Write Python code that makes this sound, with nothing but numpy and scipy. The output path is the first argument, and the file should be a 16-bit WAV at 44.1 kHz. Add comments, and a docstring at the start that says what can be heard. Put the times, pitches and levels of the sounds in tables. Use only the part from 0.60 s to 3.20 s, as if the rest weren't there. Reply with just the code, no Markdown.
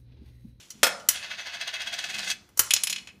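"""The metal crank of a gumball machine, worked by hand on a desk in a small, quiet room.
The mechanism scrapes, clunks and snaps, each contact a noise crack that rings a part's modes.
Something round, probably a coin, wobbles ever faster on its rim in the hollow base and settles.
The crank snaps again and loose metal parts clatter to rest. The desk thuds under hard hits."""
import sys
import numpy as np
from scipy import signal
from scipy.fft import rfft, irfft, next_fast_len
from scipy.io import wavfile
from scipy.ndimage import uniform_filter1d

SR = 44100
rng = np.random.default_rng(int(sys.argv[2]) if len(sys.argv) > 2 else 0)


def materialize(psi):
    """Save the field psi as 16-bit PCM at rate SR to the path in sys.argv[1].

    A 1-D psi becomes a single channel; in a 2-D psi each row is a channel.
    """
    bounded = np.clip(np.atleast_2d(psi).T, -1, 1)
    quanta = np.round(bounded * 32767).astype(np.int16)
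    wavfile.write(sys.argv[1], SR, quanta)


N = 114660
TIME = np.arange(N) / SR
DAMPING_HZ = 25  # extra mode width while parts touch


def from_db(db):
    """Decibels to gain."""
    return 10 ** (np.asarray(db) / 20)


def rms_one(x):
    """Scale to unit rms."""
    return x / np.sqrt(np.mean(x ** 2) + 1e-20)


def in_time(rows):
    """Each column of a time curve at every sample."""
    time_s, *columns = np.transpose(rows)
    return [np.interp(TIME, time_s, column) for column in columns]


def at_hz(points, hz):
    """Read a table on a log-frequency axis."""
    freq_hz, value = np.transpose(points)
    return np.interp(np.log(hz + 1e-9), np.log(freq_hz), value)


def coloured(x, points):
    """Minimum-phase filter through (freq_hz, gain_db) points."""
    size = 2 * next_fast_len(len(x))
    gain = from_db(at_hz(points, np.fft.rfftfreq(size, 1 / SR)))
    cepstrum = irfft(np.log(gain))
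    cepstrum[1:size // 2] *= 2
    cepstrum[size // 2 + 1:] = 0
    return irfft(rfft(x, size) * np.exp(rfft(cepstrum)))[:len(x)]


def evened(x, width_hz):
    """Flatten a noise burst's smoothed spectrum so it has no pitch."""
    power = np.abs(rfft(x)) ** 2
    smooth = uniform_filter1d(power, max(int(width_hz * len(x) / SR), 1))
    hz = np.fft.rfftfreq(len(x), 1 / SR)
    gain_db = -10 * np.log10(smooth / power.mean() + .02)
    return coloured(x, np.column_stack([hz, gain_db])[1:])


def resonate(x, modes):
    """Parallel two-pole resonators."""
    out = 0
    for pitch_hz, width_hz, level_db in modes:
        radius = np.exp(-np.pi * width_hz / SR)
        forward = np.array([1, 0, -1]) * (1 - radius ** 2) / 2
        feedback = [1, -2 * radius * np.cos(2 * np.pi * pitch_hz / SR), radius ** 2]
        out = out + from_db(level_db) * signal.lfilter(forward, feedback, x + 1e-18)
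    return out


def add(out, start_s, sound):
    """Mix a sound in at start_s."""
    start = int(start_s * SR)
    out[start:start + len(sound)] += sound[:N - start]


# Low, mid, high and top bands of a contact: edge_hz
BAND_EDGES_HZ = [300, 1500, 4500, 8000, 16000]

def balanced(hit, target_db):
    """Filter a hit toward four band levels, energy referred to 10 ms."""
    edges = np.array(BAND_EDGES_HZ)
    hz = np.fft.rfftfreq(len(hit), 1 / SR)
    power = 2 * np.abs(rfft(hit)) ** 2 / len(hit) / (SR * .01)
    band_power = [power[(hz >= low) & (hz < high)].sum() for low, high in zip(edges, edges[1:])]
    centres_hz = np.sqrt(edges[:-1] * edges[1:])
    return coloured(hit, np.column_stack([centres_hz, target_db - 10 * np.log10(band_power)]))


def contacts(rows, modes, colour, ring_db, attack_s, hold_s,
             spread_db=1.5, focus_db=8.5, focus_octaves=.25):
    """Each contact is a crack that rings the part's modes; hardness sets the band balance."""
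    out, t = np.zeros(N), TIME[:SR // 5]
    for start_s, level_db, low_db, mid_db, high_db, top_db, t60_s, *spot in rows:
        envelope = np.minimum(t / attack_s, 1) * from_db(-60 * np.maximum(t - hold_s, 0) / t60_s)
        crack = evened(rng.standard_normal(len(t)) * envelope, width_hz=130)
        struck = np.array([(hz, width_hz + DAMPING_HZ, db + rng.normal(0, spread_db))
                           for hz, width_hz, db in modes])
        if spot:  # the spot struck favours modes near focus_hz
            focus_hz, cutoff_hz = spot
            octaves = np.log2(struck[:, 0] / focus_hz)
            struck[:, 2] += focus_db * np.exp(-(octaves / focus_octaves) ** 2)
            crack = signal.sosfilt(signal.butter(4, cutoff_hz, fs=SR, output="sos"), crack)
        ring = from_db(ring_db) * rms_one(resonate(crack, struck))
        hit = rms_one(coloured(crack, colour)) + ring
        add(out, start_s, balanced(hit, level_db + np.array([low_db, mid_db, high_db, top_db])))
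    return out


# Room noise spectrum: freq_hz, gain_db
HUSH_COLOUR = [(20, -28.5), (50, -2), (80, -1), (130, -7), (300, -10), (700, -18), (2000, -26), (6000, -36),
               (15000, -34.5)]

def hush(level_db=-63):
    """Steady, bass-heavy room noise."""
    return from_db(level_db) * rms_one(coloured(rng.standard_normal(N), HUSH_COLOUR))


# Reverb decay: freq_hz, t60_s
ROOM_DECAY = [(200, .5), (700, 0.74), (2500, 0.206), (6500, 0.4631), (13000, 0.16)]
# Reverb spectrum: freq_hz, gain_db
TAIL_COLOUR = [(200, -9), (480, -6), (750, -1.5), (2500, 0.5), (6500, -5), (13000, -6.5)]

def room(x, onset_s=0.0042):
    """Diffuse tail; the top treble dies first."""
    t, tail = TIME[:SR * 3 // 4], 0
    edges_hz = np.geomspace(70, 17000, 12)
    for low, high in zip(edges_hz, edges_hz[1:]):
        bandpass = signal.butter(2, [low, high], "band", fs=SR, output="sos")
        band = signal.sosfilt(bandpass, rng.standard_normal(len(t)))
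        t60_s = at_hz(ROOM_DECAY, np.sqrt(low * high))
        tail = tail + band * from_db(-60 * t / t60_s)
    tail *= np.clip(t / onset_s - 1, 0, 1)
    tail /= np.sqrt(np.sum(tail ** 2))
    return signal.fftconvolve(x, coloured(tail, TAIL_COLOUR))[:N]


def hollow_base(x, t60_s=0.087):
    """Short, dense reflections inside the base."""
    t = TIME[:SR // 4]
    echoes = evened(rng.standard_normal(len(t)) * from_db(-60 * t / t60_s), width_hz=80)
    return signal.fftconvolve(x, echoes / np.sqrt(np.sum(echoes ** 2)))[:N]


# Desk modes: pitch_hz, level_db, t60_s
DESK_MODES = [(61.3, -7.5, .3), (84.2, 0, 0.18), (125.7, -5, 0.33), (199, -4, 0.067)]
# Thuds: start_s, level_db
DESK_THUDS = [(0.488, -48.5), (1.996, -42.5), (2.136, -52)]
# Rumble envelope: time_s, level_db
DESK_RUMBLE = [(0, -84), (0.1, -80), (0.16, -54.5), (0.35, -59), (0.9, -69.5), (1.1, -79), (1.28, -60.5),
               (1.42, -66.5), (1.57, -53.5), (1.72, -58.5), (1.95, -71.5), (2.2, -67), (2.3, -58),
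               (2.48, -63), (2.6, -61.5)]
# Rumble spectrum: freq_hz, gain_db
DESK_COLOUR = [(60, -14.5), (120, -5.5), (165, -0.5), (205, 4.5), (270, -8.5), (350, -7.5), (600, -36.5),
               (2000, -70)]

def desk():
    """The desk thuds under the hardest hits and rumbles faintly."""
    thuds = np.zeros(N)
    thud = sum(from_db(level_db - 60 * TIME / t60_s) * np.sin(2 * np.pi * pitch_hz * TIME)
               for pitch_hz, level_db, t60_s in DESK_MODES)
    for start_s, level_db in DESK_THUDS:
        add(thuds, start_s, from_db(level_db) * thud)
    rumble_db, = in_time(DESK_RUMBLE)
    return thuds + from_db(rumble_db) * rms_one(coloured(rng.standard_normal(N), DESK_COLOUR))


def grains(per_s, spread_db):
    """Tiny random clicks of uneven size."""
    sizes = from_db(spread_db * np.minimum(rng.exponential(1, N), 4)) * rng.choice([-1, 1], N)
    return rms_one(sizes * (rng.random(N) < per_s / SR))


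def wander(step_s=.03, spread_db=5):
    """A mode's gain drifts as the contact point moves."""
    times_s = np.arange(0, N / SR + .1, step_s)
    return from_db(np.interp(TIME, times_s, rng.normal(0, spread_db, len(times_s))))


# Wobble speed: time_s, swings_per_s
SWING_RATE = [(0.56, 12.7), (0.83, 12.84), (1.05, 15.0), (1.3, 16.2), (1.5, 19.6), (1.62, 24.3),
              (1.72, 25.3)]
# Rim on the base: time_s, roll_db, chatter_db, swing_depth_db
RIM_LEVELS = [(0.48, -89, -91.5, 6), (0.5, -27, -70, 19), (0.56, -34, -87, 12.5), (0.9, -33, -53, 12),
              (1.05, -30.5, -55, 14), (1.4, -33, -41, 9.5), (1.54, -35, -41.5, 7.5),
              (1.66, -32.5, -34.5, 8), (1.72, -38, -37, -3), (1.74, -76.5, -88, 7.5)]
# Base modes: pitch_hz, width_hz, level_db
BASE_MODES = [(744, 49, -4), (1750, 39, -1.5), (2063, 39, 1), (2270, 22, 2.5), (2587, 49, 7), (3295, 82, 4),
              (4000, 100, -1.5), (4715, 65, -5.5), (5360, 100, -10.5), (5980, 99, -0.5), (8180, 53, -10.5)]
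# Roll and slap spectrum: freq_hz, gain_db
RIM_COLOUR = [(180, -55), (300, -22.5), (470, -19), (620, -7.5), (760, -7), (850, -10.5), (1190, -11.5),
              (1450, -2), (3380, 0.5), (5530, -8.5), (6500, -11), (9180, -32), (15000, -52.5)]
# Chatter spectrum: freq_hz, gain_db
CHATTER_COLOUR = [(300, -19), (1000, -30.5), (3000, 4.5), (7000, 6), (10000, -6), (15000, -13)]
# Rim slaps: start_s, relative_db
RIM_SLAPS = [(1.012, -21.5), (1.076, -22), (1.139, -24), (1.218, -22), (1.273, -26), (1.327, -25.5),
             (1.338, -21.5), (1.388, -18.5), (1.44, -21), (1.542, -24.5), (1.584, -22.5), (1.676, -22),
             (1.693, -23), (1.701, -13), (1.713, -15)]

def coin(first_swing_s=0.563, lean_rad=0.39, slap_bands_db=(-26.5, -10, -11.5, -22), slap_t60_s=0.021):
    """The rim rolls, swelling on each swing; as the coin sinks it chatters, then slaps flat."""
    swings_per_s, = in_time(SWING_RATE)
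    turns = np.cumsum(swings_per_s) / SR
    angle = 2 * np.pi * (turns - np.interp(first_swing_s, TIME, turns))
    leaned = angle + lean_rad * np.cos(angle)  # uneven rise and fall
    dip = np.abs(np.sin(leaned / 2)) ** 1.31
    roll_db, chatter_db, depth_db = in_time(RIM_LEVELS)
    rim = grains(per_s=5000, spread_db=2.5) * from_db(roll_db - depth_db * dip)
    ring = sum(resonate(rim * wander(), [(hz, width_hz + DAMPING_HZ, db)])
               for hz, width_hz, db in BASE_MODES)
    roll = rms_one(rms_one(coloured(rim, RIM_COLOUR)) + from_db(-6) * rms_one(ring)) * np.std(rim)
    ticks = grains(per_s=380, spread_db=2)
    chatter = rms_one(coloured(ticks, CHATTER_COLOUR)) * from_db(chatter_db - 1.4 * depth_db * dip)
    rows = [(start_s, db, *slap_bands_db, slap_t60_s) for start_s, db in RIM_SLAPS]
    slaps = contacts(rows, BASE_MODES, RIM_COLOUR, ring_db=3, attack_s=0.0011, hold_s=0.0025)
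    return roll + chatter + from_db(-7) * slaps


# Loose metal modes: pitch_hz, width_hz, level_db
METAL_MODES = [(2592, 37, 3), (3010, 62, -2.5), (3380, 120, -2), (4235, 76, -2.5), (5180, 94, 2),
               (5760, 87, 1.5), (6360, 110, -7), (6870, 80, 3), (7340, 45, -8), (9400, 130, -5),
               (10150, 190, 0.5), (11100, 200, -5.5)]
# Clack spectrum: freq_hz, gain_db
METAL_COLOUR = [(180, -51), (300, -21), (1000, -19), (1750, -14), (2250, -6), (2600, -3), (4120, -4),
                (4850, -8.5), (6730, -4.5), (8000, -5.5), (10500, -6.5), (15000, -3.5)]
# Clacks: start_s, level_db, low_db, mid_db, high_db, top_db, t60_s, focus_hz, cutoff_hz
METAL_HITS = [(2.1065, -7, -39.5, -10.5, -18.5, -19, 0.031, 3160, 10600),
              (2.136, -3.5, -36, -19, -11.5, -18, 0.016, 6630, 15600),
              (2.163, -15.5, -29, -11.5, -8, -28, 0.032, 3970, 12000),
              (2.235, -7, -41.5, -23.5, -19.5, -15, 0.021, 10700, 12000),
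              (2.2705, -13, -35, -14, -18.5, -19.5, 0.026, 5350, 12400),
              (2.2975, -15.5, -34.5, -16, -11.5, -19.5, 0.058, 7600, 14500),
              (2.3265, -16.5, -41, -9.5, -16.5, -22, 0.021, 4180, 12500),
              (2.36, -20, -36, -11, -17.5, -35, 0.026, 3270, 10900),
              (2.382, -28.5, -35, -7.5, -18.5, -33, 0.038, 4100, 11000),
              (2.472, -31, -25, -12, -17.5, -31, 0.025, 2500, 12000),
              (2.486, -33.5, -29, -9.5, -27, -35.5, 0.071, 2540, 9000)]

def metal_clacks():
    """Loose parts clatter to rest, landing on a different spot each time."""
    return contacts(METAL_HITS, METAL_MODES, METAL_COLOUR, ring_db=-2.5, attack_s=0.00083, hold_s=0.004)


# Scrape envelope: time_s, level_db
SCRAPE_LEVELS = [(0, -49.5), (0.08, -60), (0.18, -61), (1.96, -74), (1.98, -52.5), (2.36, -50), (2.45, -65),
                 (2.6, -79)]
# Scrape spectrum: freq_hz, gain_db
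GRIT_COLOUR = [(300, -21.5), (1000, -10), (2000, -5), (2900, 0), (4500, -3.5), (7000, -3.5), (9000, -12),
               (15000, -25)]

def crank_scrape():
    """Faint gritty friction of the turning crank rings the loose metal."""
    level_db, = in_time(SCRAPE_LEVELS)
    grit = grains(per_s=7000, spread_db=2.5)
    ring = from_db(-9.5) * rms_one(resonate(grit, METAL_MODES))
    return from_db(level_db) * rms_one(rms_one(coloured(grit, GRIT_COLOUR)) + ring)


# Housing modes: pitch_hz, width_hz, level_db
HOUSING_MODES = [(247, 20, -3), (363, 14, -8), (527.6, 24, 10), (614, 69, 3), (710, 8, -3.5), (896, 26, 1),
                 (1254, 44, 1.5), (1405, 35, 10.5), (1775, 63, 4.5), (2150, 37, 0.5), (2540, 71, -1),
                 (3220, 70, 7), (4160, 43, -3.5), (5170, 150, 1)]
# Clunk spectrum: freq_hz, gain_db
HOUSING_COLOUR = [(59, -59.5), (130, -25), (230, -8), (420, -14), (540, 3.5), (760, -5), (1100, -7),
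                  (1400, -2), (2500, -5.5), (3800, -11), (7500, -14.5), (15000, -24.5)]
# Clunks: start_s, level_db, low_db, mid_db, high_db, top_db, t60_s
HOUSING_HITS = [(0.231, 0.5, -18, -15, -16.5, -18.5, 0.077), (0.267, -11, -15.5, -13, -21, -18.5, 0.057)]

def housing_clunks():
    """The mechanism knocks twice and rings the housing."""
    return contacts(HOUSING_HITS, HOUSING_MODES, HOUSING_COLOUR,
                    ring_db=-2, attack_s=0.00026, hold_s=0.0036)


# Ratchet modes: pitch_hz, width_hz, level_db
RATCHET_MODES = [(512, 69, -7), (1380, 45, -3), (2042, 58, -5.5), (3030, 68, -1), (4320, 70, -1.5),
                 (4900, 63, -4), (5870, 89, 4), (7260, 110, -4), (9520, 72, -5), (10100, 120, 3.5),
                 (13660, 130, 7)]
# Snap spectrum: freq_hz, gain_db
RATCHET_COLOUR = [(59, -44), (100, -21.5), (733, -14.5), (1000, -7), (1560, -7), (2000, -9), (4540, -13),
                  (6200, 1), (8200, -2.5), (15000, -5.5)]
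# Snaps: start_s, relative_db, low_db, mid_db, high_db, top_db, t60_s
RATCHET_HITS = [(0.103, -27, -40, -19.5, -8, -19.5, 0.046), (0.397, -40, -28.5, -3.5, -7, -22.5, .05),
                (0.487, -1.5, -36.5, -19, -12.5, -11.5, 0.024), (1.889, -48.5, -14, -12, -17, -14, .03),
                (1.973, -15.5, -27.5, -31, -16, -16.5, 0.043), (1.992, -0.5, -26, -21, -13, -11.5, 0.033)]

def ratchet_snaps():
    """The crank's ratchet snaps with a short, bright ring."""
    return contacts(RATCHET_HITS, RATCHET_MODES, RATCHET_COLOUR, ring_db=-2, attack_s=.002, hold_s=0.0031)


def scene():
    """Direct sound plus base and room reflections, over the hush; mono."""
    clunks = housing_clunks()
    snaps = from_db(-2.5) * ratchet_snaps()
    clacks = metal_clacks()
    wobble = coin()
    inside = hollow_base(from_db(-4.5) * wobble + from_db(-11.5) * (clacks + snaps))
    reverb = room(from_db(-10) * clunks + from_db(-9.5) * snaps
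                  + from_db(-11) * clacks + from_db(-14) * wobble)
    return (hush() + clunks + snaps + clacks + wobble + crank_scrape() + desk() + inside + reverb)[None]


def record(dry, low_cut_hz=45, high_cut_hz=15300):
    """Microphone: bass cut, soft clip, steep top cut."""
    thin = signal.sosfilt(signal.butter(2, low_cut_hz, "high", fs=SR, output="sos"), dry)
    rounded = np.tanh(thin)
    return signal.sosfilt(signal.ellip(10, .2, 80, high_cut_hz, fs=SR, output="sos"), rounded)


dry = scene()
out = record(dry)
materialize(out)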